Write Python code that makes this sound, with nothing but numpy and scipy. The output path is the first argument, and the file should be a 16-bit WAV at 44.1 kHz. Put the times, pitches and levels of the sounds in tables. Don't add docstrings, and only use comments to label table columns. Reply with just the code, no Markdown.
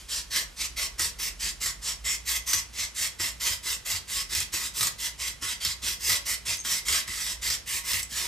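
import sys
import numpy as np
from scipy import signal
from scipy.fft import rfft, irfft, next_fast_len
from scipy.io import wavfile
from scipy.ndimage import uniform_filter1d, map_coordinates

SR = 44100
rng = np.random.default_rng(int(sys.argv[2]) if len(sys.argv) > 2 else 0)


def transcribe(signal):
    frames = np.atleast_2d(signal).T
    limited = np.clip(frames, -1, 1)
    pcm = np.round(limited * 32767).astype(np.int16)
    wavfile.write(sys.argv[1], SR, pcm)


def volts_from_db(level):
    exponent = np.asarray(level, float) / 20
    return 10 ** exponent


N = 365085

# (start [s], length [s], bite [dB], middle [dB], fizz [dB])
BITING_STROKES = [(0.3, 0.12, -34, -25.5, -10), (0.558, 0.099, -43, -29.5, -29),
                  (0.76, 0.1, -31.5, -28.5, -10), (0.979, 0.1, -27.5, -28, -13), (1.183, 0.1, -33, -31, -5),
                  (1.601, 0.1, -31.5, -28.5, -5), (2.039, 0.11, -32, -30.5, -15),
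                  (2.458, 0.14, -33, -27.5, -5), (2.721, 0.13, -47, -30, -23), (3.185, 0.11, -29, -29, -13),
                  (3.395, 0.15, -34, -27.5, -5), (3.846, 0.12, -33.5, -29, -6),
                  (4.518, 0.15, -29.5, -33, -10), (5.41, 0.12, -34, -31, -16),
                  (5.815, 0.12, -35, -29.5, -8), (6.449, 0.1, -31.5, -27, -14),
                  (6.635, 0.15, -35.5, -27.5, -5), (7.063, 0.265, -38.5, -33, -10),
                  (7.411, 0.14, -33.5, -27.5, -11), (7.656, 0.13, -38, -31.5, -2)]
# (start [s], length [s], bite [dB], middle [dB], fizz [dB])
EASING_STROKES = [(0.078, 0.12, -32, -31, -35), (1.388, 0.11, -30, -30, -27),
                  (1.813, 0.11, -32.5, -30.5, -18), (2.249, 0.12, -30.5, -32, 1),
                  (2.942, 0.13, -31.5, -28.5, -9), (3.625, 0.12, -30.5, -30.5, -10),
                  (4.07, 0.15, -32.5, -30, -12.5), (4.287, 0.14, -31, -29, -8),
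                  (4.735, 0.15, -31.5, -25, -0.5), (4.978, 0.1, -32, -29.5, -10.5),
                  (5.177, 0.12, -32, -32, -18.5), (5.598, 0.12, -29.5, -29.5, -17),
                  (5.991, 0.18, -35.5, -23.5, -2), (6.247, 0.1, -30, -29.5, -4.5),
                  (6.847, 0.16, -27, -24, -17), (7.834, 0.17, -33, -29, -3),
                  (8.085, 0.17, -36.5, -30, -8.5)]
# (time [s], peak [dB], pitch [Hz], sheet knock [dB])
BEAD_SNAPS = [(0.361, -10.5, 5260, -26), (0.9943, -10, 7000, -4), (1.0444, -17, 5950, -32),
              (1.4886, -18, 6170, -20), (1.6585, -21, 5250, 6.5), (2.532, -3.5, 5940, -12),
              (3.197, -35, 5400, 17.5), (4.35, -10, 5380, -12), (4.4029, -11, 7400, -10),
              (4.539, -20, 5910, -1), (4.809, -9.5, 3900, -11), (4.8281, -14, 5140, 0),
              (4.8695, -7, 6890, -10), (5.4233, -30, 8050, 8), (5.6495, -7.5, 5330, -16),
              (6.095, -8, 5030, -3), (6.1175, -15, 4950, 4), (6.6486, -26.5, 7140, 5),
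              (6.8838, -8, 5400, -21), (6.9244, -8, 4850, -15), (6.9437, -20, 7700, 6),
              (7.077, -22, 5220, 0), (7.5012, -10, 5050, -14), (7.9323, -10, 5170, -11),
              (8.0294, -12.5, 7700, -34)]


def unit(x):
    return x / np.sqrt(np.mean(x ** 2) + 1e-20)


def along(points, hz):
    f, v = np.transpose(points)
    return np.interp(np.log(hz + 1), np.log(f + 1), v)


def curves(rows):
    s, *cols = np.transpose(rows)
    return [np.interp(np.arange(N) / SR, s, c) for c in cols]


def wobble(rate_hz):
    knots = rng.standard_normal(int(N * rate_hz / SR) + 4)
    return map_coordinates(knots, [np.arange(N) * rate_hz / SR])


def filtered(x, response):
    m = next_fast_len(N + SR // 2)
    return irfft(rfft(x, m) * response(np.fft.rfftfreq(m, 1 / SR)), m)[..., :N]


def coloured_noise(shape, spectrum):
    return unit(filtered(rng.standard_normal(shape), lambda hz: volts_from_db(along(spectrum, hz))))


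def below(hz, edge_hz):
    return 1 / (1 + (hz / edge_hz) ** 6)


def decay(t, t60_s):
    return volts_from_db(-60 * t / t60_s)


def sine(t, hz):
    return np.sin(2 * np.pi * hz * t)


def burst(t, hz, smooth, t60_s):
    flutter = 1 + unit(uniform_filter1d(rng.standard_normal((2, len(t))), size=smooth))
    return flutter * sine(t, hz) * decay(t, t60_s)


def add_at(out, start_s, sound):
    out[..., round(start_s * SR):][..., :sound.shape[-1]] += sound


def ports(pair):
    # (frequency [Hz], left-right likeness)
    likeness = [(60, 0.39), (150, 1), (380, 0.13), (950, 0.86), (2380, 0.97), (5980, 1), (15000, 0.67)]
    # (frequency [Hz], left phase lead [rad])
    lead_rad = [(0, 0.1), (340, -0.83), (600, 1.8), (950, 0.9), (1890, 0.13), (2670, 1), (4050, 0.58),
                (15400, -0.34)]
    # (frequency [Hz], left-right level [dB])
    tilt_db = [(60, -6), (180, -3), (550, 3.5), (1650, -2.5), (4970, -2), (15000, -0.5)]

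    def mid_side(hz):
        turn = np.arccos(np.clip(along(likeness, hz), 0, 1)) / 2
        return np.array([np.cos(turn), np.sin(turn)])

    def left_right(hz):
        half = volts_from_db(along(tilt_db, hz) / 2) * np.exp(.5j * along(lead_rad, hz))
        return np.array([half, 1 / half])

    mid, side = filtered(pair, mid_side)
    return filtered(np.array([mid + side, mid - side]), left_right)


def centred(x):
    return x * volts_from_db([[-1.01], [1.01]])


def motor():
    # (time [s], speed [Hz], level [dB])
    run_up = [(0.0, 38.2, -63), (0.5, 37.9, -59), (1.04, 42.2, -51), (1.56, 46.4, -50.5), (2.08, 52.5, -48),
              (2.3, 54.3, -61), (2.7, 56, -80)]
    speed_hz, level_db = curves(run_up)
    return np.sqrt(2) * volts_from_db(level_db) * np.sin(2 * np.pi * np.cumsum(speed_hz) / SR)


def basement():
    # (frequency [Hz], density [dB per Hz])
    rumble_spectrum = [(18, -30), (26, -12), (36, -4), (46, 13), (54, 7), (66, -48)]
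    # (frequency [Hz], density [dB per Hz])
    air_spectrum = [(40, -24), (70, -2), (140, -3), (280, -11.5), (700, -15), (2000, -15.5), (6000, -16),
                    (10000, -21), (15000, -29)]
    hum_hz, hum_db, rumble_db = 59, -53, -60.5
    hum_level_db = hum_db + 0.1 * wobble(2.55) + 3.3 * wobble(5.5)
    hum_phase = 2 * np.pi * hum_hz * np.arange(N) / SR + 0.37 * wobble(3.7)
    hum = np.sqrt(2) * volts_from_db(hum_level_db) * np.sin(hum_phase)
    rumble_level_db = rumble_db + 1.5 * wobble(2.5) + 4
    rumble = volts_from_db(rumble_level_db) * coloured_noise(N, rumble_spectrum)
    air = coloured_noise((2, N), air_spectrum)
    return centred(hum + motor() + rumble) + volts_from_db(-52.0) * ports(air)


def pressure(stop_db_per_s=500, hang_db=-5):
    bite_rise_s, ease_rise_s, end_db = 0.02, 0.046, -33.5
    t = np.arange(N) / SR
    out = volts_from_db(-44 - 253 * t)
    for rise_s, strokes in ((bite_rise_s, BITING_STROKES), (ease_rise_s, EASING_STROKES)):
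        for start_s, length_s, bite_db, middle_db, _ in strokes:
            first = round(start_s * SR)
            span = slice(first, first + SR // 2)
            age = t[span] - start_s
            knots_s = [rise_s, (rise_s + length_s) / 2, length_s]
            level_db = np.interp(age, knots_s, [bite_db, middle_db, end_db])
            stop_db = stop_db_per_s * np.clip(age - length_s, 0, 1)
            out[span] += np.clip(age / rise_s, 0, 1) * volts_from_db(level_db - stop_db)
    for snap_s, *_ in BEAD_SNAPS:
        first = round(snap_s * SR)
        span = slice(first - SR // 50, first)
        out[span] *= volts_from_db(hang_db * np.exp((t[span] - snap_s) / 0.01))
    return out


def flex():
    flex_db, settle_s = -23, 0.048
    age = np.arange(SR // 4) / SR
    out = np.zeros(N)
    for start_s, _, bite_db, middle_db, _ in BITING_STROKES:
        level_db = flex_db + 0.83 * (bite_db - middle_db)
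        out[round(start_s * SR):][:SR // 4] = volts_from_db(level_db) * np.exp(-age / settle_s)
    return out


def patchy(x, depth_db):
    # (time [s], pitch [Hz], gain [dB])
    sings = [(0.36, 4260, 6), (0.15, 2050, -10), (0.36, 1700, 5), (2.09, 2150, 6.5), (0.82, 4400, 4),
             (1.24, 2220, 3), (1.44, 1640, 4), (1.04, 2100, -5), (1.65, 7350, 4), (1.87, 7040, 5),
             (2.09, 7060, 7.5), (2.32, 6290, 5.5), (2.32, 2530, 4.5), (2.53, 6330, 6), (2.79, 2230, 6),
             (2.79, 6100, 6), (3.91, 7840, 1), (4.6, 1490, 4), (4.82, 1210, 7), (5.47, 1410, 10),
             (5.49, 3240, 6), (5.47, 5300, 1), (5.66, 4720, 5.5), (5.88, 3300, 6), (6.08, 5000, 4),
             (6.31, 3040, 5), (7.2, 1890, 5.5), (7.71, 1820, 4), (7.73, 2410, 7), (8.17, 1740, 3)]
    width_share, half_length_s = 0.062, 0.15
    hz, t, z = signal.stft(x, SR, nperseg=512)
    field = uniform_filter1d(rng.standard_normal(z.shape[-2:]), size=3, axis=0)
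    field = uniform_filter1d(field, size=16, axis=1)
    gain_db = depth_db * unit(field)
    for s, pitch_hz, sing_db in sings:
        band = np.exp(-((hz / pitch_hz - 1) / width_share) ** 2)
        spell = np.exp(-((t - s) / half_length_s) ** 4)
        gain_db = gain_db + sing_db * np.outer(band, spell)
    return signal.istft(z * volts_from_db(gain_db), nperseg=512)[1][..., :N]


def rings(hz, modes, gain):
    peaks = sum(volts_from_db(db) * w * w / (w * w + 4 * (hz - c) ** 2) for c, w, db in modes)
    return 1 + gain * peaks


def rasp():
    # (frequency [Hz], density [dB per Hz])
    tear_spectrum = [(440, -35.5), (750, -31), (950, -9.5), (1550, -9.5), (1970, -2.5), (2320, -5.5),
                     (3260, -5), (4460, -5), (5190, -2), (6590, -5.5), (7660, -4), (10800, -10.5),
                     (13700, -8.5), (15200, -12)]
    # (frequency [Hz], width [Hz], level [dB])
    sheet_modes = [(357, 21, -3), (653, 61, -0.5), (957, 16, -3.5), (1105, 9.9, 6), (1261, 14, -1),
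                   (1688, 7.6, 3), (2058, 116, -0.4), (2648, 44, -8)]
    # (frequency [Hz], width [Hz], level [dB])
    blade_modes = [(3300, 54, -3), (5260, 160, -9), (5970, 47, 4), (7540, 37, 9.5)]
    # (frequency [Hz], density [dB per Hz])
    bench_spectrum = [(120, -13.5), (200, 2), (289, -9.5), (345, -2.5), (431, -0.5), (781, -8), (850, -3),
                      (1100, -24), (1870, -120)]
    strokes = BITING_STROKES + EASING_STROKES
    fizz_db, = curves(sorted((s + length / 2, db) for s, length, _, _, db in strokes))
    sheet_db = -7.5 + 0.076 * fizz_db + 0.05 * (np.arange(N) - N / 2) / SR
    bench_db = -24

    clumps = volts_from_db(3.0 * rng.standard_normal(N) + 0.3 * wobble(500) + 1.07 * wobble(60))
    beads = patchy(clumps * rng.standard_normal((2, N)), depth_db=2.48)

    def body(hz):
        modes = rings(hz, sheet_modes, gain=0.98) * rings(hz, blade_modes, gain=0.45)
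        return volts_from_db(along(tear_spectrum, hz)) * modes

    def part(share):
        return unit(filtered(beads, lambda hz: body(hz) * np.sqrt(np.abs(share(hz)))))

    def bench_top(hz):
        return volts_from_db(along(bench_spectrum, hz)) * rings(hz, sheet_modes, gain=1.93)

    bench = unit(filtered(beads, bench_top))
    sheet = part(lambda hz: below(hz, 2280))
    edge = part(lambda hz: below(hz, 10170) - below(hz, 3180))
    fizz = part(lambda hz: 1 - below(hz, 9900))
    low = part(lambda hz: below(hz, 1450))
    sway = volts_from_db(0.89 * wobble(25))
    mix = edge + volts_from_db(fizz_db - 4.5) * fizz
    mix = mix + sway * (volts_from_db(sheet_db - 3.0) * sheet + volts_from_db(bench_db - 0.5) * bench)
    return (mix + flex() * (low + 0.22 * bench)) * pressure()


def bench_shake():
    # (frequency [Hz], density [dB per Hz])
    shake_spectrum = [(45, -32), (65, 7), (100, -8), (160, -9.5), (260, -40)]
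    push = uniform_filter1d(pressure(), size=1500)
    return volts_from_db(-25.5) * push * coloured_noise(N, shake_spectrum)


def snaps():
    out, t = np.zeros((2, N + SR)), np.arange(SR // 20) / SR
    for s, db, hz, sheet_db in BEAD_SNAPS:
        crack = 0.81 * np.diff(rng.standard_normal((2, len(t))) * decay(t, 0.02), prepend=0)
        sheet = 0.62 * burst(t, 1943, 40, t60_s=0.052) + 0.27 * burst(t, 1250, 30, t60_s=0.07)
        knock = volts_from_db(sheet_db + 7) * (1 - np.exp(-t / 0.0042)) * sheet
        add_at(out, s, volts_from_db(db - 13.5) * (crack + burst(t, hz, 8, t60_s=0.044) + knock))
    return out[:, :N]


def knocks():
    # (time [s], peak [dB], pitch [Hz])
    foot_knocks = [(0.365, -45.5, 343), (0.828, -50, 352), (0.996, -38.5, 340), (1.259, -50, 413),
                   (1.467, -49, 179), (2.535, -41, 348), (3.197, -37, 342), (4.536, -36.5, 334),
                   (4.813, -46, 183), (5.422, -41.5, 300), (5.65, -45.5, 199), (5.833, -43.5, 254),
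                   (6.084, -47, 385), (6.652, -43, 243), (7.088, -42, 210), (7.93, -45, 218),
                   (8.114, -44, 220)]
    out, t = np.zeros(N + SR), np.arange(SR // 3) / SR
    for s, db, hz in foot_knocks:
        envelope = decay(t, 0.066) * (1 - np.exp(-t / 0.0044))
        tone = sine(t, hz) + 0.38 * burst(t, hz * 1.58, 120, t60_s=0.2)[0]
        add_at(out, s, volts_from_db(db + 3.0) * envelope * tone)
    return out[:N]


def thumps():
    # (time [s], peak [dB], pitch [Hz])
    bench_thumps = [(0.996, -34.5, 78.5), (1.218, -44, 67.4), (1.645, -42, 84), (2.085, -43, 91),
                    (2.549, -38, 89), (2.8, -43, 83.5), (3.003, -43, 71), (3.201, -36.5, 89),
                    (3.499, -38, 88), (3.928, -35, 88), (4.363, -33, 80), (4.531, -42, 86.6),
                    (4.805, -35, 109.4), (5.026, -52, 69), (5.424, -41, 87), (5.657, -36.5, 87),
                    (5.83, -42, 89), (6.094, -48.5, 199), (6.095, -36, 87.6), (6.483, -38.5, 93),
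                    (6.904, -36, 78.5), (7.079, -39.5, 85.5), (7.481, -36, 71), (7.937, -35.5, 92)]
    out, t = np.zeros(N + SR), np.arange(SR // 3) / SR
    for s, db, hz in bench_thumps:
        boom = sine(t, hz) * decay(t, 0.3)
        top = 0.29 * sine(t, hz * 1.58) * decay(t, 0.31)
        add_at(out, s, volts_from_db(db - 1.5) * (1 - np.exp(-t / 0.0037)) * (boom + top))
    return out[:N]


def ticks():
    # (time [s], peak [dB], pitch [Hz])
    crumb_ticks = [(6.5715, -15.5, 10500), (7.093, -24, 10000), (7.104, -31, 7000), (8.022, -16, 8400),
                   (8.104, -26, 9300), (5.28, -20, 9000)]
    out, t = np.zeros((2, N + SR)), np.arange(SR // 20) / SR
    for s, db, hz in crumb_ticks:
        add_at(out, s, volts_from_db(db - 10.0) * burst(t, hz, 4, t60_s=0.007))
    return out[:, :N]


def squeaks():
    # (time [s], peak [dB], pitch [Hz])
    blade_slips = [(6.5814, -31, 6150), (6.591, -27, 6370), (6.602, -28, 6500), (6.609, -31, 6340),
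                   (6.613, -30, 6140), (6.618, -35, 6340)]
    out, t = np.zeros((2, N + SR)), np.arange(SR // 20) / SR
    for s, db, hz in blade_slips:
        tone = sine(t, hz) + 0.45 * burst(t, hz * 1.3, 30, t60_s=0.012)
        add_at(out, s, volts_from_db(db) * decay(t, 0.027) * tone)
    return out[:, :N]


def walls(x):
    # (frequency [Hz], t60 [s])
    room_t60 = [(150, 0.68), (1000, 0.36), (4000, 0.26), (12000, 0.17)]
    hz, t, z = signal.stft(rng.standard_normal((2, SR // 2)), SR, nperseg=256)
    tail = signal.istft(z * decay(t, along(room_t60, hz)[:, None]), SR, nperseg=256)[1]
    late = np.pad(x, ((0, 0), (200, 0)))
    return signal.fftconvolve(late, tail / np.linalg.norm(tail[0]), axes=1)[:, :N]


def scene():
    clicks = filtered(snaps() + ticks() + squeaks(), lambda hz: below(hz, 16000) - below(hz, 650))
    pan_db = -1.44 - 0.09 * np.arange(N) / SR + 2.26
    knife = ports(rasp() + clicks) * volts_from_db(np.array([pan_db, -pan_db]) / 2)
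    bench = thumps() + knocks() + bench_shake()
    return knife + volts_from_db(-6.5) * walls(knife) + centred(bench) + basement()


def top_cut(x):
    return signal.sosfilt(signal.butter(12, 15870, fs=SR, output="sos"), x)


def record(dry):
    # (band edge [Hz], threshold [dB])
    top_bands = [(12900, -90.5), (13600, -83), (14300, -69)]
    top_hz = 15050
    hz, _, z = signal.stft(dry, SR, nperseg=2048)
    for edge_hz, least_db in top_bands:
        near = (hz > edge_hz) & (hz < edge_hz + 700)
        level = np.sqrt(np.mean(np.abs(z[:, near]) ** 2, axis=(0, 1)))
        z = z * np.where(hz[:, None] > edge_hz, level > volts_from_db(least_db), 1)
    kept = signal.istft(z * (hz < top_hz)[:, None], SR, nperseg=2048)[1][:, :N]
    return top_cut(kept)


dry = scene()
out = record(dry)
transcribe(out)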